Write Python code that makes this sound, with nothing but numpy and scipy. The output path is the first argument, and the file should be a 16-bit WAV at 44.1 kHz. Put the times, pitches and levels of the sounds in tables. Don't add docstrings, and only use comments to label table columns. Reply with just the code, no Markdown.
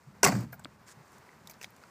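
import sys
import numpy as np
from scipy import signal
from scipy.fft import rfft, irfft, next_fast_len
from scipy.io import wavfile
from scipy.ndimage import map_coordinates

SR = 44100
rng = np.random.default_rng(int(sys.argv[2]) if len(sys.argv) > 2 else 0)


def voltage_ratio(decibels):
    exponent = np.asarray(decibels, float) / 20
    return 10 ** exponent


def dump_mix(stems):
    frames = np.atleast_2d(stems).T
    limited = np.clip(frames, -1, 1)
    pcm = np.round(limited * 32767).astype(np.int16)
    wavfile.write(sys.argv[1], SR, pcm)


N = 83790


def unit(x):
    return x / np.sqrt(np.mean(x ** 2) + 1e-20)


def along(points, hz):
    f, level = np.transpose(points)
    return np.interp(np.log(hz + 1), np.log(f + 1), level)


def curve(rows):
    s, level = np.transpose(rows)
    return np.interp(np.arange(N) / SR, s, level)


def closed(rows):
    before = (rows[0][0] - .0005, -120)
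    after = (rows[-1][0] + .05, -120)
    return voltage_ratio(curve([before] + list(rows) + [after]))


def wobble(rate):
    knots = rng.standard_normal(int(N * rate / SR) + 4)
    return map_coordinates(knots, [np.arange(N) * rate / SR])


def coloured(x, points):
    m = 2 * next_fast_len(len(x))
    gain = np.maximum(voltage_ratio(along(points, np.fft.rfftfreq(m, 1 / SR))), 1e-6)
    cepstrum = irfft(np.log(gain), m)
    cepstrum[1:m // 2] *= 2
    cepstrum[m // 2 + 1:] = 0
    return irfft(rfft(x, m) * np.exp(rfft(cepstrum)), m)[:len(x)]


def noise(points, rough_db, rate):
    lumps = voltage_ratio(rough_db * wobble(rate))
    return unit(coloured(lumps * rng.standard_normal(N), points))


def add(track, s, sound):
    part = track[round(s * SR):][:len(sound)]
    part += sound[:len(part)]


def resonance(f, hz, q):
    damping = 1j * f * hz / q
    return (damping / (hz * hz - f * f + damping)) ** 2


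def contacts(rows, colour, rise_s, snap, focus_q, broad_db):
    out, t = np.zeros(N), np.arange(8192) / SR
    f = np.fft.rfftfreq(len(t), 1 / SR)
    for s, db, hz, t60 in rows:
        burst = rng.standard_normal(len(t)) * voltage_ratio(-60 * t / t60) * (1 - np.exp(-t / rise_s))
        burst[0] = snap
        response = voltage_ratio(broad_db) * resonance(f, hz, 0.35) + resonance(f, hz, focus_q)
        burst = irfft(rfft(coloured(burst, colour)) * response, len(t))
        add(out, s, voltage_ratio(db) * burst / np.abs(burst).max())
    return out


def rings(rows, rise_cycles):
    out, t = np.zeros(N), np.arange(SR // 2) / SR
    for s, db, hz, t60 in rows:
        envelope = voltage_ratio(db - 60 * t / t60) * (1 - np.exp(-t * hz / rise_cycles))
        add(out, s, envelope * np.sin(2 * np.pi * hz * t))
    return out


# t/s, level/dB
TRAFFIC_LEVEL = [(0, -66.5), (.3, -62.5), (.7, -64), (1.1, -61), (1.9, -62)]
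# f/Hz, level/dB
ROAD_COLOUR = [(150, -21), (250, -9.5), (480, -9.5), (720, -11), (950, -7), (2150, -15), (3500, -25),
               (15800, -35)]
# t/s, level/dB
RUMBLE_LEVEL = [(0.0, -61), (0.148, -60), (0.38, -52), (0.46, -53), (0.698, -65), (0.782, -67.5),
                (1.016, -66), (1.248, -64), (1.65, -64), (1.81, -67), (1.9, -67)]
# f/Hz, level/dB
RUMBLE_COLOUR = [(12, -59.5), (20, -21.5), (54, -10), (91, -5.5), (134, -2.5), (226, -3), (300, -29.5),
                 (390, -58), (660, -120)]


def traffic():
    road_level = voltage_ratio(curve(TRAFFIC_LEVEL) + 2.5 + .6 * wobble(16.15))
    road = road_level * noise(ROAD_COLOUR, rough_db=0.97, rate=45)
    rumble_level = voltage_ratio(curve(RUMBLE_LEVEL) + 1.2 * wobble(8.7))
    return road + rumble_level * noise(RUMBLE_COLOUR, rough_db=2.5, rate=14)


# t/s, level/dB
STROKE_LEVEL = [
    (.86, -71),
    (.877, -56.5),
    (.895, -53.5),
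    (.925, -56.5),
    (.94, -77),
    (.96, -82),
]
# t/s, level/dB
RUSTLE_LEVEL = [(0, -74.5), (.95, -80), (1.04, -72), (1.14, -65.5), (1.25, -72.5), (1.5, -73), (1.65, -70),
                (1.7, -72), (1.9, -68.5)]
# f/Hz, level/dB
BRISTLE_COLOUR = [(500, -20.5), (1500, 2.5), (3000, -10), (5000, -8), (7500, -1.5), (11000, -11),
                  (15800, -24)]


def broom():
    level = closed(STROKE_LEVEL) + voltage_ratio(curve(RUSTLE_LEVEL) + 1.5 * wobble(34))
    return level * noise(BRISTLE_COLOUR, rough_db=3, rate=870)


# t/s, peak level/dB, focus f/Hz, t60/s
SMALL_CONTACTS = [(.524, -51, 5000, .07), (.528, -37, 13700, 0.025), (.528, -43, 2200, 0.05),
                  (.523, -50, 13000, .04), (.540, -44, 14000, 0.045), (.593, -45, 900, 0.06),
                  (.594, -44.5, 8000, 0.02), (.638, -51.5, 7700, 0.03), (.526, -44, 800, .08),
                  (.965, -66, 7720, .02), (1.118, -57, 10200, 0.055),
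                  (1.4968, -40.5, 6450, 0.034), (1.496, -47, 2340, 0.038), (1.5075, -45, 11000, 0.03),
         (1.509, -44, 14000, .03), (1.4955, -45, 13500, .025), (1.5103, -46.5, 4560, 0.031),
         (1.615, -42.5, 1780, 0.025), (1.6122, -41, 5900, 0.036), (1.622, -44.5, 6000, 0.11),
         (1.6343, -41, 1800, .05), (1.643, -48, 3970, 0.036), (1.704, -50.5, 13500, .012)]
# f/Hz, level/dB
PLASTIC_COLOUR = [(150, -16), (400, 18), (1400, 3.5), (2500, 0.5), (3500, -7.5), (6000, -7.5), (15800, -7)]


def knocks_and_ticks():
    return contacts(SMALL_CONTACTS, PLASTIC_COLOUR, rise_s=0.0009, snap=0, focus_q=2.8, broad_db=-9)


# t/s, peak level/dB, focus f/Hz
CLICKS = [(1.183, -44, 9100), (1.4733, -40, 5160), (1.4735, -40, 8300), (1.4738, -35.5, 12200),
          (1.4764, -41, 6100), (1.536, -46, 5000), (1.541, -46, 5000), (1.6294, -31.5, 7400),
          (1.6337, -40, 6700), (1.636, -35, 6000), (1.6465, -36, 3940), (1.765, -43, 9050),
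          (1.783, -55.5, 2000), (1.6438, -35, 10400), (.65, -48, 8500)]
# f/Hz, level/dB
BRITTLE_COLOUR = [(500, -20), (1500, 1), (2500, 7.5), (6000, 2.5), (15800, 1.5)]


def clicks():
    t60_s = .005
    rows = [(*row, t60_s) for row in CLICKS]
    return contacts(rows, BRITTLE_COLOUR, rise_s=0.00035, snap=2.5, focus_q=1.6, broad_db=-9)


# t/s, level/dB, f/Hz, t60/s
PINGS = [(.6471, -25, 3370, .005), (.647, -30, 4500, .004), (.6553, -28, 290, .022),
         (.6555, -20, 700, .005), (.6475, -40, 1000, .01), (.647, -33, 7930, 0.0035),
         (.6555, -16, 1350, .004), (.6555, -22, 2000, .003), (1.2912, -36, 2000, .009),
         (1.33, -45, 1930, .012), (1.4732, -38, 3740, 0.0096), (1.614, -31, 2640, .009),
         (1.6295, -25, 2200, .003), (1.642, -40, 600, .01), (1.6439, -19, 2300, .005),
         (1.6439, -22, 3200, .004), (1.644, -33, 800, .01), (1.612, -40, 500, .015),
         (1.6438, -33, 6500, .004), (1.837, -37.5, 1440, 0.015), (1.8378, -38, 2500, .004),
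         (1.8378, -44, 4800, .004), (.529, -41, 1614, 0.055), (.532, -41.5, 1424, 0.056),
         (.594, -45.5, 1527, .04)]


def pings():
    return rings(PINGS, rise_cycles=1.1)


# t/s, level/dB
HISS_LEVEL = [(.2315, -27), (.25, -28.5), (.266, -24.5), (.29, -33.5), (.31, -36.5), (.36, -43),
              (.435, -51.5), (.447, -53), (.5, -99)]
# f/Hz, level/dB
HISS_COLOUR = [(200, -17), (400, -3), (1000, -7.5), (2200, -13.5), (3600, -26), (4900, -23), (8000, -25),
               (15800, -37.5)]
# t/s, level/dB
GRIT_LEVEL = [(.25, -41), (.29, -34.5), (.31, -54), (.36, -50), (.38, -60.5), (.39, -58), (.432, -63),
              (.445, -77), (.48, -81)]
# f/Hz, level/dB
GRIT_COLOUR = [(3800, -34.5), (4500, 2.5), (5500, -5), (8200, 1), (9200, -18.5), (11500, -16.5),
               (13500, -10), (15000, -15)]
# t/s, level/dB
SHUDDER_LEVEL = [(.24, -37), (.29, -41.5), (.37, -38), (.44, -48.5), (.48, -56), (.51, -66)]
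# f/Hz, level/dB
RUBBER_COLOUR = [(30, -31.5), (70, -4.5), (115, 0), (200, 3.5), (290, 5), (450, -18.5), (900, -43.5)]


def hiss():
    air = closed(HISS_LEVEL) * noise(HISS_COLOUR, rough_db=1.5, rate=310)
    grit = closed(GRIT_LEVEL) * noise(GRIT_COLOUR, rough_db=2.2, rate=900)
    shudder = closed(SHUDDER_LEVEL) * noise(RUBBER_COLOUR, rough_db=1.0, rate=40)
    return air + grit + shudder


# t/s, peak level/dB, f/Hz, t60/s
BOOMS = [(.237, -20, 395, 0.13), (0.24, -16.5, 200, 0.07), (.265, -22.5, 150, 0.17),
         (.292, -14, 195.4, 0.068), (.322, -24.5, 119.3, 0.33), (0.3498, -19, 195, 0.099),
         (0.382, -24.5, 117.1, 0.15), (.38, -30, 179, 0.092), (0.31, -35, 280, 0.092),
         (0.33, -26, 176, 0.12), (0.463, -42, 133, 0.19), (.543, -43, 190, .06), (0.068, -36.5, 140, 0.1),
         (.968, -39, 135, .07), (1, -38, 140, 0.067), (.51, -42, 140, .08), (0.275, -24.5, 270, 0.13)]


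def carcass():
    return rings(BOOMS, rise_cycles=1.6)


# f/Hz, level/dB, t60/s
RIM_MODES = [(4900, -10.5, 0.037), (5860, 9.5, 0.021), (6410, -6.5, .04), (7470, -5.5, 0.041),
             (7800, 4, 0.066), (10800, 4, 0.03)]


def rim(blows):
    rim_db, t60_share, rise_s = -20, .9, 0.00033
    out, t = np.zeros(N), np.arange(SR // 4) / SR
    for s, db, *_ in blows:
        ring = np.zeros(len(t))
        for hz, level, t60 in RIM_MODES:
            strike_db = level + rng.normal(0, 3)
            ring += voltage_ratio(strike_db - 60 * t / (t60 * t60_share)) * np.sin(2 * np.pi * hz * t)
        add(out, s, voltage_ratio(db + rim_db) * ring * (1 - np.exp(-t / rise_s)))
    return out


# t/s, level/dB, f/Hz, t60/s
THUDS = [(.2328, -9, 982, .022), (.2316, -13, 2094, .02), (.232, -13, 1512, .028), (.240, -16.5, 2780, .03),
         (.240, -16, 1400, .03), (.2465, -16.5, 1767, 0.025), (.246, -14, 2614, 0.034),
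         (.2525, -15, 1110, 0.053), (.252, -16, 770, .04), (.2628, -6, 840, .02), (.2632, -13, 2050, .02),
         (.272, -22, 1343, 0.043), (.273, -18.5, 2080, .04), (.281, -23.5, 765, 0.043),
         (.284, -26.5, 1907, 0.033), (.32, -26, 730, 0.034), (.3195, -30, 2400, .02),
         (.2312, -8, 5860, 0.01), (.2415, -10.5, 7650, 0.016)]


def thuds():
    return rings(THUDS, rise_cycles=2.07)


# t/s, peak level/dB, focus f/Hz, t60/s
CLATTER = [(.2311, -11, 5900, .012), (.2413, -10, 7600, .013), (.2468, -10, 6500, .03),
           (.2340, -18, 950, .016), (.247, -14, 13800, .03), (.2535, -20, 1000, .02),
           (.2629, -18, 1300, .018), (.2635, -22, 5000, .03), (.2725, -21, 1600, .04),
           (.2722, -21, 14000, .02), (.283, -22, 900, .06), (.3188, -32, 7000, .012), (.321, -26, 900, .03),
           (.351, -30, 1200, .04), (.388, -42, 7000, .03), (.406, -42, 13500, .02), (.2285, -36, 6000, .02),
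           (.2465, -23, 3200, .03), (.2312, -18, 10500, .015), (.434, -51, 13500, .02),
           (.2312, -19, 14000, .025)]
# f/Hz, level/dB
SHELL_COLOUR = [(100, -29.5), (200, 4), (900, -2), (2000, -1.5), (4000, -14.5), (8000, -14), (15800, -28)]


def bang():
    clatter = contacts(CLATTER, SHELL_COLOUR, rise_s=0.00083, snap=0, focus_q=1.56, broad_db=-2)
    return clatter + rim(CLATTER[:3]) + thuds()


def yard(x):
    level_db, t60_s = -9.5, 0.064
    t = np.arange(SR // 3) / SR
    tail = rng.standard_normal(len(t)) * voltage_ratio(-60 * t / t60_s)
    return voltage_ratio(level_db) * signal.fftconvolve(x, tail / np.linalg.norm(tail))[:N]


def scene():
    background = traffic() + broom()
    impacts = knocks_and_ticks() + clicks() + bang()
    mix = background + pings() + hiss() + carcass() + impacts + yard(impacts)
    return mix[None]


def low_pass(x):
    return signal.sosfilt(signal.butter(12, 15830, fs=SR, output="sos"), x)


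# f/Hz, level/dB
LOW_CUT = [(15, -24.5), (45, -3.5), (90, 2.5)]
# f/Hz, level/dB
MIC = [(2450, -1.5), (2950, -3), (4800, 2.5), (7700, -1), (9200, -2), (11800, -4), (13800, 3.5), (15000, 1)]


def record(dry):
    top_hz = 15400
    band_limit = [(top_hz, -3), (top_hz + 150, -30)]
    heard = coloured(dry[0], [*LOW_CUT, *MIC, *band_limit])
    return low_pass(heard[None])


dry = scene()
out = record(dry)
dump_mix(out)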